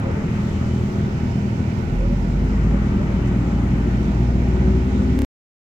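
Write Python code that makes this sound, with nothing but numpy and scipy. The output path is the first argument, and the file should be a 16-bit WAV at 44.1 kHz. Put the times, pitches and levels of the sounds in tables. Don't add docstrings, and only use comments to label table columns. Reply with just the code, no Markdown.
import sys
import numpy as np
from scipy import signal
from scipy.fft import rfft, irfft, next_fast_len
from scipy.io import wavfile
from scipy.ndimage import uniform_filter1d

SR = 44100
rng = np.random.default_rng(int(sys.argv[2]) if len(sys.argv) > 2 else 0)


def gain_from_db(level_db):
    decades = np.asarray(level_db, float) / 20
    return 10 ** decades


def unload_wav(signal):
    wavfile.write(
        sys.argv[1],
        SR,
        np.round(np.clip(np.atleast_2d(signal).T, -1, 1) * 32767).astype(np.int16),
    )


N = 250929
T = np.arange(N) / SR
M = next_fast_len(N)
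F = np.maximum(np.fft.rfftfreq(M, 1 / SR), 1)

# start_s, firing_rate_hz, boom_db, load_db
ENGINE = [(0, 26.6, -41.5, 1), (1.2, 27, -41.5, 2), (1.7, 32.7, -50, -6), (1.81, 38.4, -41, -1.5),
          (1.83, 38.1, -45.5, -2.5), (1.88, 39.77, -30.5, -0.5), (2.0, 43.63, -18.5, -7),
          (2.25, 47.89, -24, -5.5), (2.4, 50.5, -21, -3), (2.71, 53.54, -18.5, -3.5), (2.89, 55.6, -25, -1),
          (3.94, 57.86, -22, -1.5), (4.78, 62.87, -18.5, -1.5), (4.83, 63.07, -23, -5),
          (5.15, 64.45, -23, -2), (5.19, 64.4, -26, 1.5)]
# pitch_hz, likeness (0-1), left_leads_rad, left_minus_right_db
PORTS = [(30, 0.96, -0.06, -3.5), (70, 0.84, 0.14, 2), (120, 0.98, 0.1, -1), (250, 0.99, 0.25, 0.5),
         (454, 1, 0.57, 5.5), (669, 0.1, -.5, 2), (940, 0.6, -1.63, -4), (1200, .65, -1.37, 3),
         (1430, .55, -3, -1.5), (1920, 0, -3, 3), (2300, .35, -5, -3.5), (2950, 0.05, -1.1, -1),
         (5030, 0, -1.5, -7.5), (8900, .1, -2.5, -30), (13000, .1, -6, -9)]


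def walk(rate):
    hold = int(500 / rate)
    slow = np.repeat(rng.standard_normal(3000 // hold + 1), hold)
    slow = uniform_filter1d(uniform_filter1d(slow, hold), hold)
    return 1.3 * np.interp(T * 500, np.arange(len(slow)), slow)


def over_time(table):
    s, *columns = np.transpose(table)
    return [np.interp(T, s, column) for column in columns]


def over_hz(table, hz):
    f, *columns = np.transpose(table)
    return [np.interp(np.log(hz), np.log(f), column) for column in columns]


def microphone_sides():
    _, lead_rad, pan_db = over_hz(PORTS, F)
    left = gain_from_db(pan_db / 2) * np.exp(.5j * lead_rad)
    return np.array([left, 1 / left])


def ports(mono):
    return irfft(rfft(mono, M) * microphone_sides(), M)[:, :N]


def stack(turns, orders, wobble_db, slip, spread):
    total = 0
    for k, db in orders:
        strength = np.sqrt(2) * gain_from_db(db + wobble_db * walk(9))
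        total = total + strength * np.cos(2 * np.pi * k * turns + slip * walk(6) + spread * k * k)
    return total


def engine():
    # multiple of the firing rate, full_load_db
    engine_orders = [(.5, -44), (1.5, -44), (2, -32.5), (2.25, -36.5), (2.75, -43), (3, -33.5), (3.25, -34),
                     (3.5, -38.5), (4, -33.5), (5, -37), (6, -44), (6.5, -57.5)]
    # pitch_hz, width_hz, lift_db
    panels = [(138.7, 6.5, 8), (185.14, 7.5, 5.5), (256.7, 11, 10.5), (285, 15, 4.5), (372.4, 27, 14),
              (396.9, 15, 18)]
    hz, boom_db, load_db = over_time(ENGINE)
    turns = np.cumsum(hz) / SR
    load_db = load_db - 9 * np.clip((50 - hz) / 22, 0, 1)
    lifted = []
    for k, db in engine_orders:
        panel_db = sum(lift_db / (1 + (2 * (k * hz - f) / width) ** 2) for f, width, lift_db in panels)
        lifted.append((k, db + load_db + panel_db))
    boom = stack(turns, [(1, boom_db)], wobble_db=.8, slip=.12, spread=0)
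    return boom + stack(turns, lifted, wobble_db=1.0, slip=.18, spread=.4)


def compressor():
    # multiple of the knock rate, level_db
    knock = [(1, -46), (2, -30.5), (3, -30), (4, -33.5), (5, -28.5), (6, -34), (7, -47), (8, -45.5),
             (9, -42), (10, -50.5), (11, -51)]
    # start_s, level_db
    pumping = [(0, 0), (.7, 0), (1.3, 0.5), (1.9, -0.5), (2.5, -1.5), (3.1, 1.3), (3.7, -0.5), (4.3, -1.2),
               (4.9, -1.3), (5.2, 3.5)]
    knock_hz = 40.35
    turns = knock_hz * T + 0.029 * walk(1.49) + 0.081
    strength = gain_from_db(over_time(pumping)[0] + 1.8 * walk(30))
    return strength * stack(turns, knock, wobble_db=1.5, slip=.35, spread=.06)


def road():
    # pitch_hz, level_db (per Hz)
    cabin = [(12, -39), (20, -11.5), (49, -12), (97, -2.5), (198, -5.5), (315, -15.5), (367, -16),
             (499, -22.5), (734, -26.5), (824, -28), (1650, -31), (2000, -30.5), (2600, -67), (4400, -120)]
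    # pitch_hz, level_db
    blower = [(2000, 2), (2400, 0), (3200, -8), (4200, -12), (6300, -18), (7600, -25.5), (8800, -39),
              (9800, -40), (11500, -31), (13500, -33), (15600, -35)]
    # pitch_hz, width_hz, lift_db
    ducts = [(343.6, 35, 3.5), (580, 44, 2.5), (676, 34, 5.5), (818, 31, 8), (914, 73, 6), (1328, 91, 5),
             (1489, 47, 7), (1657, 120, -3), (3020, 44, 2.5), (5250, 60, 5.5)]
    # start_s, turn_db (left minus right), outside_db (by the window), blower_db (facing it)
    phone = [(0, -2, -46, -0.5), (.1, 0.5, -45, -1), (.5, 2.5, -47.5, 1.5), (.75, .5, -48, 1.4),
             (1.14, -3, -48, 0), (1.8, -6.5, -48.5, 0), (2.26, -6, -48.5, 0), (2.67, 3, -46.5, -0.5),
             (3.75, 1.5, -46, 0), (4.11, -3, -47.5, -0.5), (4.55, -2, -48, -1.5), (5.18, -2, -48, 0.5)]
    # pitch_hz, share
    window = [(200, 0.18), (800, 1.2), (1250, 1.6), (3500, .1)]
    colour_db = over_hz(cabin, np.minimum(F, 1950))[0] + over_hz(blower, F)[0]
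    colour_db = colour_db + sum(db / (1 + (2 * (F - hz) / width) ** 2) for hz, width, db in ducts)

    like = np.clip(over_hz(PORTS, F)[0], 0, 1)
    shared, left, right = rfft(rng.standard_normal((3, M)))
    noise = np.sqrt(like) * shared + np.sqrt(1 - like) * np.array([left, right])
    pair = gain_from_db(colour_db) * microphone_sides() * noise

    turn_db, outside_db, blower_db = over_time(phone)
    outside_db = outside_db - outside_db.mean()
    idle_db = -6 * np.clip((45 - over_time(ENGINE)[0]) / 12, 0, 1)
    swell = walk(1.2)
    out = 0
    for hz in 20 * 2 ** np.arange(0, 10, .5):
        band = np.cos(np.pi / 2 * np.clip(2 * np.log2(F / hz), -1, 1)) ** 2
        sound = irfft(pair * band, M)[:, :N]
        if 700 < hz < 1500:
            twist_rad = 0.1 * (turn_db + 0.5) * np.exp(-np.log2(hz / 1150) ** 2 / 0.21)
            twist_rad = np.array([[1], [-1]]) * twist_rad
            quarter_late = irfft(-1j * pair * band, M)[:, :N]
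            sound = np.cos(twist_rad) * sound - np.sin(twist_rad) * quarter_late
        level_db = over_hz(window, hz)[0] * outside_db + blower_db * (hz > 3500) + idle_db * (hz < 66)
        flicker_db = .5 * swell + 0.69 * walk(7.1) + 0.68 * walk(22)
        side_db = turn_db * np.exp(-np.log2(hz / 1250) ** 2 / 1.1) / 2
        out = out + gain_from_db(level_db + flicker_db + np.array([side_db, -side_db])) * sound
    return out * gain_from_db(-24) / np.sqrt(np.mean(out ** 2))


def whistles():
    # pitch_hz, level_db, start_s, end_s
    whistle_tones = [(3030, -56, .15, 1.65), (3030, -62, 2.3, 4.1), (5250, -66, 0, .4),
                     (5250, -66, 1.05, 1.5), (5240, -63, 2.05, 2.6), (5270, -71, 3.7, 5.2),
                     (6230, -71, .7, 1.2), (1491, -54, 3.8, 4.7), (812, -56, 1.1, 5.2),
                     (681, -54, 3.9, 4.7), (935, -56, .7, 1.5)]
    out = 0
    for hz, db, start_s, end_s in whistle_tones:
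        gate = np.clip(np.minimum(T - start_s, end_s - T) / 0.12, 0, 1)
        flutter = gain_from_db(db + 2.5 * walk(7) + 3.5 * walk(40))
        turns = np.cumsum(hz * (1 + .003 * walk(50))) / SR
        out = out + gate * flutter * np.sin(2 * np.pi * turns)
    return out


def trim():
    # start_s, level_db, pitch_hz
    ticks = [
        (.42, -52, 6200),
        (.56, -57, 11500),
        (2.44, -57, 7000),
        (3.272, -40, 5000),
        (3.5, -58, 8000),
        (3.72, -58, 9000),
        (4.026, -44, 5200),
    ]
    out = np.zeros((2, N))
    t = np.arange(1800) / SR
    shape = np.minimum(t / .003, 1) * np.exp(-t / .011)
    for s, db, hz in ticks:
        burst = rng.standard_normal((2, len(t))) * shape * gain_from_db(db + np.array([[-7], [1]]))
        plastic = signal.butter(2, [hz * 0.92, min(hz * 1.7, 16000)], "band", fs=SR, output="sos")
        i = int(s * SR)
        out[:, i:i + len(t)] += signal.sosfilt(plastic, burst)
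    return out


def horns():
    # start_s, length_s, start_hz, end_hz, level_db
    toots = [
        (.042, .06, 530, 550, -31),
        (.16, .02, 445, 440, -34),
        (1.985, .075, 480, 565, -31),
        (2.09, .045, 545, 575, -32),
        (2.72, .04, 550, 565, -33),
        (2.975, .045, 555, 605, -33),
        (3.085, .05, 610, 550, -37),
        (3.5, .04, 520, 540, -39),
        (4.61, .09, 530, 565, -38),
        (4.98, .04, 535, 525, -37),
    ]
    out = np.zeros((2, N))
    for s, length, start_hz, end_hz, db in toots:
        pan_db = 6.5 * np.exp(-s / 1.5)
        t = np.arange(int((length + .06) * SR)) / SR
        phase = 2 * np.pi * np.cumsum(np.interp(t, [0, length], [start_hz, end_hz])) / SR
        rasp = gain_from_db(2.5 * np.sin(2 * np.pi * 47 * t))
        shape = np.minimum(t / .012, 1) * np.exp(-np.maximum(t - length, 0) / .016) * rasp
        overtone = np.sin(2 * phase)
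        i = int(s * SR)
        out[0, i:i + len(t)] += gain_from_db(db + pan_db / 2) * shape * (np.sin(phase) + 0.049 * overtone)
        out[1, i:i + len(t)] += gain_from_db(db - pan_db / 2) * shape * (np.sin(phase + 1.0) + 0.045 * overtone)
    return out


def scene():
    return ports(engine() + compressor() + whistles()) + road() + trim() + horns()


def top_cut(x):
    return signal.sosfilt(signal.butter(12, 15740, fs=SR, output="sos"), x)


def record(dry):
    seam_pressure = (.095, -.08)
    stutter_at, stutter_len = 228900, 1278
    start = stutter_at - stutter_len
    order = np.arange(N)
    bass = uniform_filter1d(uniform_filter1d(dry, 60), 60)
    high = np.interp(order, [start - 150, start, start + 300], [0, 1, 0])
    sag = np.interp(order, [stutter_at - 550, stutter_at - 250], [0, 1])
    dry = dry + high * (seam_pressure[0] - bass) + sag * (seam_pressure[1] * sag - bass)
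    order[stutter_at:] = start + (order[stutter_at:] - stutter_at) % stutter_len
    held = dry[:, order] * (np.arange(N) < stutter_at + 2 * stutter_len)
    treble_limit = signal.ellip(8, .1, 60, 15700, fs=SR, output="sos")
    return top_cut(signal.sosfilt(treble_limit, held))


dry = scene()
out = record(dry)
unload_wav(out)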